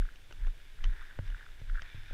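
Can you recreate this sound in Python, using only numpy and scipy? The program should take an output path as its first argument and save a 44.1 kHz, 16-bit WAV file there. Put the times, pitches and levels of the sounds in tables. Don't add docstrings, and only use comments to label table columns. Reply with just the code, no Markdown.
import sys
import numpy as np
from scipy import signal
from scipy.fft import rfft, irfft
from scipy.io import wavfile

SR = 44100
rng = np.random.default_rng(int(sys.argv[2]) if len(sys.argv) > 2 else 0)


def to_wav(sig):
    pcm = np.clip(np.atleast_2d(sig), -1, 1) * 32767
    pcm = np.round(pcm).astype(np.int16)
    wavfile.write(sys.argv[1], SR, pcm.T)


def ratio_of_db(decibels):
    return 10 ** (np.asarray(decibels, float) / 20)


N = 94153

# time_s, peak_db, pitch_hz, rise_s, fall_s
FOOTFALLS = [(0.015, -21.5, 29.3, 0.026, 0.042), (.445, -26, 29.1, 0.04, 0.065),
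             (0.88, -19, 29.7, 0.032, 0.031), (1.317, -27, 29.8, .038, .028),
             (1.723, -24.5, 27.9, 0.031, 0.044), (2.152, -27, 29, 0.029, .04)]
# start_s, level_db, brightness_db_per_octave
GEAR_KNOCKS = [(.412, -50, -6), (0.85, -38, -7), (1.189, -23, 1), (1.222, -34, -11), (1.615, -35.5, 0),
               (1.944, -32, -2.5), (1.975, -40, -5), (2.11, -43.5, 4)]
# pitch_hz, relative_level_db, t60_s, delay_s
MOUNT_MODES = [(100.1, -5, 0.22, 0.0023), (126.8, -4, 0.078, 0.00284), (204, -11.5, 0.029, 0.0022),
               (357, -13, 0.012, 0.0014), (570, -6.5, 0.014, 0.00062), (910, -15.5, 0.0091, 0.00067),
               (1500, -15, 0.019, 0.00074), (2100, -18, 0.0088, 0.00054), (2930, -23, .008, 0.00059)]
# peak_time_s, peak_db, pitch_hz
JOINT_SLIPS = [(0.0244, -40.5, 1550), (0.054, -45.5, 1480), (.090, -42, 1520), (.141, -51.5, 1600),
               (0.449, -44, 1600), (0.482, -47.5, 1450), (.601, -54, 1550), (.790, -49, 1500),
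               (.897, -49, 1600), (.978, -54, 1780), (1.0034, -48, 1600), (1.0177, -49, 1240),
               (1.025, -49.5, 1220), (1.038, -51.5, 1580), (1.1015, -45.5, 1650), (1.1146, -50, 1650),
               (1.3253, -46.5, 1650), (1.347, -36.5, 1567), (1.3563, -51, 1600), (1.3897, -49, 1740),
               (1.399, -47, 1800), (1.41, -43.5, 1520), (1.43, -45.5, 1650), (1.4657, -44.5, 1410),
               (1.490, -50, 1450), (1.6987, -40, 1470), (1.7483, -44, 1500), (1.7535, -41, 1500),
               (1.7563, -37, 1580), (1.76, -51, 1630), (1.7699, -46, 1560), (1.776, -35.5, 1590),
               (1.784, -36, 1520), (1.7955, -34, 1600), (1.8301, -44, 1800), (1.9047, -50.5, 1850),
               (2.0917, -54, 1700), (2.1013, -47, 1470), (2.124, -47, 1500)]
# start_s, level_db, tilt_db_per_octave, touch_spacing_s
HOUSING_TICKS = [(0.1586, -55, -7.5, 0.00056), (.309, -49.5, 5.5, 0.0016), (0.3251, -46, -2.5, 0.00061),
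                 (.469, -49.5, 4.5, 0.0017), (0.8407, -38, -2.5, 0.00095), (0.852, -46.5, 2, 0.00093),
                 (1.277, -52, -2, 0.00064), (1.302, -53, 5, 0.00061), (1.377, -57, -1, 0.00074),
                 (1.597, -56, -1, .002), (1.8198, -41, -3, 0.00074)]
# pitch_hz, relative_level_db, t60_s
SHELL_MODES = [(416, -8, 0.0041), (840, -12, 0.0038), (1450, 0, 0.0057), (2100, 1, 0.0042),
               (2880, 5, 0.0062), (3700, -13.5, 0.0047), (4740, -5.5, 0.0023), (5500, -9, 0.0042),
               (5900, -7, 0.0061)]
# time_s, low_crunch_db, high_crunch_db
GRAVEL_LEVELS = [(0, -63.5, -65.5), (.1, -66, -69.5), (.19, -70.5, -70.5), (.38, -69.5, -70),
                 (.43, -59.5, -69.5), (.5, -68.5, -68), (.56, -68, -67), (.76, -69, -67.5),
                 (.8, -63.5, -66.5), (.86, -59, -64), (.885, -64.5, -68), (.92, -58.5, -65.5),
                 (1.02, -55, -64.5), (1.07, -62, -64.5), (1.12, -58.5, -70), (1.17, -61, -67),
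                 (1.215, -64, -75), (1.265, -59.5, -61), (1.3, -62, -66.5), (1.4, -59.5, -64.5),
                 (1.47, -64.5, -65.5), (1.56, -67, -69.5), (1.6, -65, -66.5), (1.65, -69.5, -70),
                 (1.695, -59, -61.5), (1.725, -64, -75), (1.76, -59, -61.5), (1.81, -67, -66),
                 (1.83, -58.5, -62.5), (1.91, -60.5, -60.5), (2.04, -63.5, -63), (2.13, -59, -60)]
# pitch_hz, width_hz, relative_level_db
LOW_RESONANCES = [(970, 450, -13.5), (1450, 245, -7), (1650, 190, -4), (1850, 290, -6)]
HIGH_RESONANCES = [(2230, 440, 6), (2926, 850, -4), (3530, 350, 3.5), (5070, 900, -7)]
# time_s, deep_db, mount_mode_db
SWAY_LEVELS = [(0, -40, -57), (.2, -49, -68.5), (.35, -42, -63), (.45, -29, -58.5), (.57, -50.5, -62),
               (.7, -50.5, -70), (.8, -38, -68), (.9, -28, -57), (1, -43.5, -76), (1.13, -51, -66),
               (1.24, -35.5, -58.5), (1.4, -45, -62), (1.55, -44.5, -71), (1.65, -38.5, -57.5),
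               (1.8, -36.5, -67.5), (1.92, -46.5, -74), (2.0, -41, -60.5), (2.13, -44.5, -66)]
# frequency_hz, relative_level_db
AIR_COLOUR = [(88, -33), (150, -24.5), (268, -2.5), (301, -5.5), (331, -3), (1280, -11.5), (2110, -15),
              (2880, -5), (3630, -10), (4490, -13.5), (15200, -24)]

THUD_SQUASH = 0.87
THUD_SAG_HZ_PER_S = 38
CREAK_RISE_S, CREAK_FALL_S = 0.00091, 0.0016
TICK_CUT_HZ = 5650
GRAINS_PER_S = 2600
GRAIN_SPREAD_DB = 3
OWN_GRAIN_DB = 3
CRUNCH_TRIM_DB = 0.7
AIR_RMS_DB = -65.5


def rms_one(x):
    return x / np.sqrt(np.mean(x ** 2) + 1e-20)


def in_time(rows):
    s, *columns = np.transpose(rows)
    return [np.interp(np.arange(N) / SR, s, column) for column in columns]


def clicks_at(s, gain):
    out = np.full(N, 1e-18)
    index = np.clip((np.asarray(s) * SR).astype(int), 0, N - 1)
    np.add.at(out, index, gain)
    return out


def ring(clicks, hz, t60):
    radius = ratio_of_db(-60 / (t60 * SR))
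    angle = 2 * np.pi * hz / SR
    return signal.lfilter([0, np.sin(angle)], [1, -2 * radius * np.cos(angle), radius ** 2], clicks)


def resonance(x, hz, width_hz):
    radius = np.exp(-np.pi * width_hz / SR)
    zeros = np.array([1, 0, -1]) * (1 - radius ** 2) / 2
    poles = [1, -2 * radius * np.cos(2 * np.pi * hz / SR), radius ** 2]
    return signal.lfilter(zeros, poles, x)


def band(low_hz, high_hz):
    sos = signal.butter(2, [low_hz, high_hz], "band", fs=SR, output="sos")
    return rms_one(signal.sosfilt(sos, rng.standard_normal(N + SR))[SR:])


def thuds():
    out = 0
    for s, db, hz, rise, fall in FOOTFALLS:
        t = np.arange(N) / SR - s
        turns = hz * t - THUD_SAG_HZ_PER_S * np.clip(t, 0, 0.2) ** 2 / 2
        envelope = np.exp(-(t / np.where(t < 0, rise, fall)) ** 2)
        swing = -np.cos(2 * np.pi * turns) * envelope
        out = out + ratio_of_db(db) * np.tanh(THUD_SQUASH * swing) / np.tanh(THUD_SQUASH)
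    return out


def knocks():
    s, db, bright_db = np.transpose(GEAR_KNOCKS)
    out = 0
    for hz, mode_db, t60, delay in MOUNT_MODES:
        blow_db = db + mode_db - 5.5 + bright_db * np.log2(hz / 98)
        blows = clicks_at(s + delay, -ratio_of_db(blow_db))
        out = out + ring(blows, hz, t60)
    return out


def creaks():
    s, db, hz = np.transpose(JOINT_SLIPS)[..., None]
    t = np.arange(-300, 400) / SR
    envelope = np.exp(-(t / np.where(t < 0, CREAK_RISE_S, CREAK_FALL_S)) ** 2)
    bursts = ratio_of_db(db) * envelope * np.sin(2 * np.pi * hz * t)
    return clicks_at(s + t + 0.5 / SR, bursts)


def ticks():
    s, db, tilt_db, spacing = np.transpose(HOUSING_TICKS)[..., None]
    touch = np.arange(4)
    s = s + spacing * touch * rng.uniform(0.65, 1.257, (len(s), 4))
    chance_db = rng.normal(0, 3.4, (len(s), 4, len(SHELL_MODES)))
    rings = 0
    for k, (hz, mode_db, t60) in enumerate(SHELL_MODES):
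        tilt = tilt_db * np.log2(2950 / hz)
        touch_db = db + mode_db - 4.5 - 0.95 * touch + tilt + chance_db[..., k]
        rings = rings + ring(clicks_at(s, ratio_of_db(touch_db)), hz, t60)
    return signal.sosfilt(signal.butter(4, TICK_CUT_HZ, fs=SR, output="sos"), rings)


def crunch():
    out = 0
    size_db = GRAIN_SPREAD_DB * np.minimum(rng.exponential(1, N), 4)
    sizes = ratio_of_db(size_db) * (rng.random(N) < GRAINS_PER_S / SR)
    for level_db, table in zip(in_time(GRAVEL_LEVELS), (LOW_RESONANCES, HIGH_RESONANCES)):
        layer = 0
        for hz, width_hz, db in table:
            unevenness = ratio_of_db(rng.normal(0, OWN_GRAIN_DB, N)) * rng.choice([-1, 1], N)
            grains = sizes * unevenness + 1e-18
            muffled = resonance(resonance(grains, hz, 2 * width_hz), hz, width_hz)
            layer = layer + ratio_of_db(db) * rms_one(muffled)
        out = out + ratio_of_db(level_db + CRUNCH_TRIM_DB) * rms_one(layer)
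    return out


def sway():
    deep_db, mode_db = in_time(SWAY_LEVELS)
    return ratio_of_db(deep_db) * band(9.1, 23.3) + ratio_of_db(mode_db) * band(59, 114)


def air():
    hz, db = np.transpose(AIR_COLOUR)
    f = np.maximum(np.fft.rfftfreq(N, 1 / SR), 1)
    colour = ratio_of_db(np.interp(np.log(f), np.log(hz), db))
    noise = irfft(rfft(rng.standard_normal(N)) * colour, N)
    return ratio_of_db(AIR_RMS_DB) * rms_one(noise)


def scene():
    mix = thuds() + knocks() + creaks() + ticks() + crunch() + sway() + air()
    return mix[None]


def top_cut(x):
    return signal.sosfilt(signal.butter(12, 15310, fs=SR, output="sos"), x)


def record(dry):
    return top_cut(dry)


dry = scene()
out = record(dry)
to_wav(out)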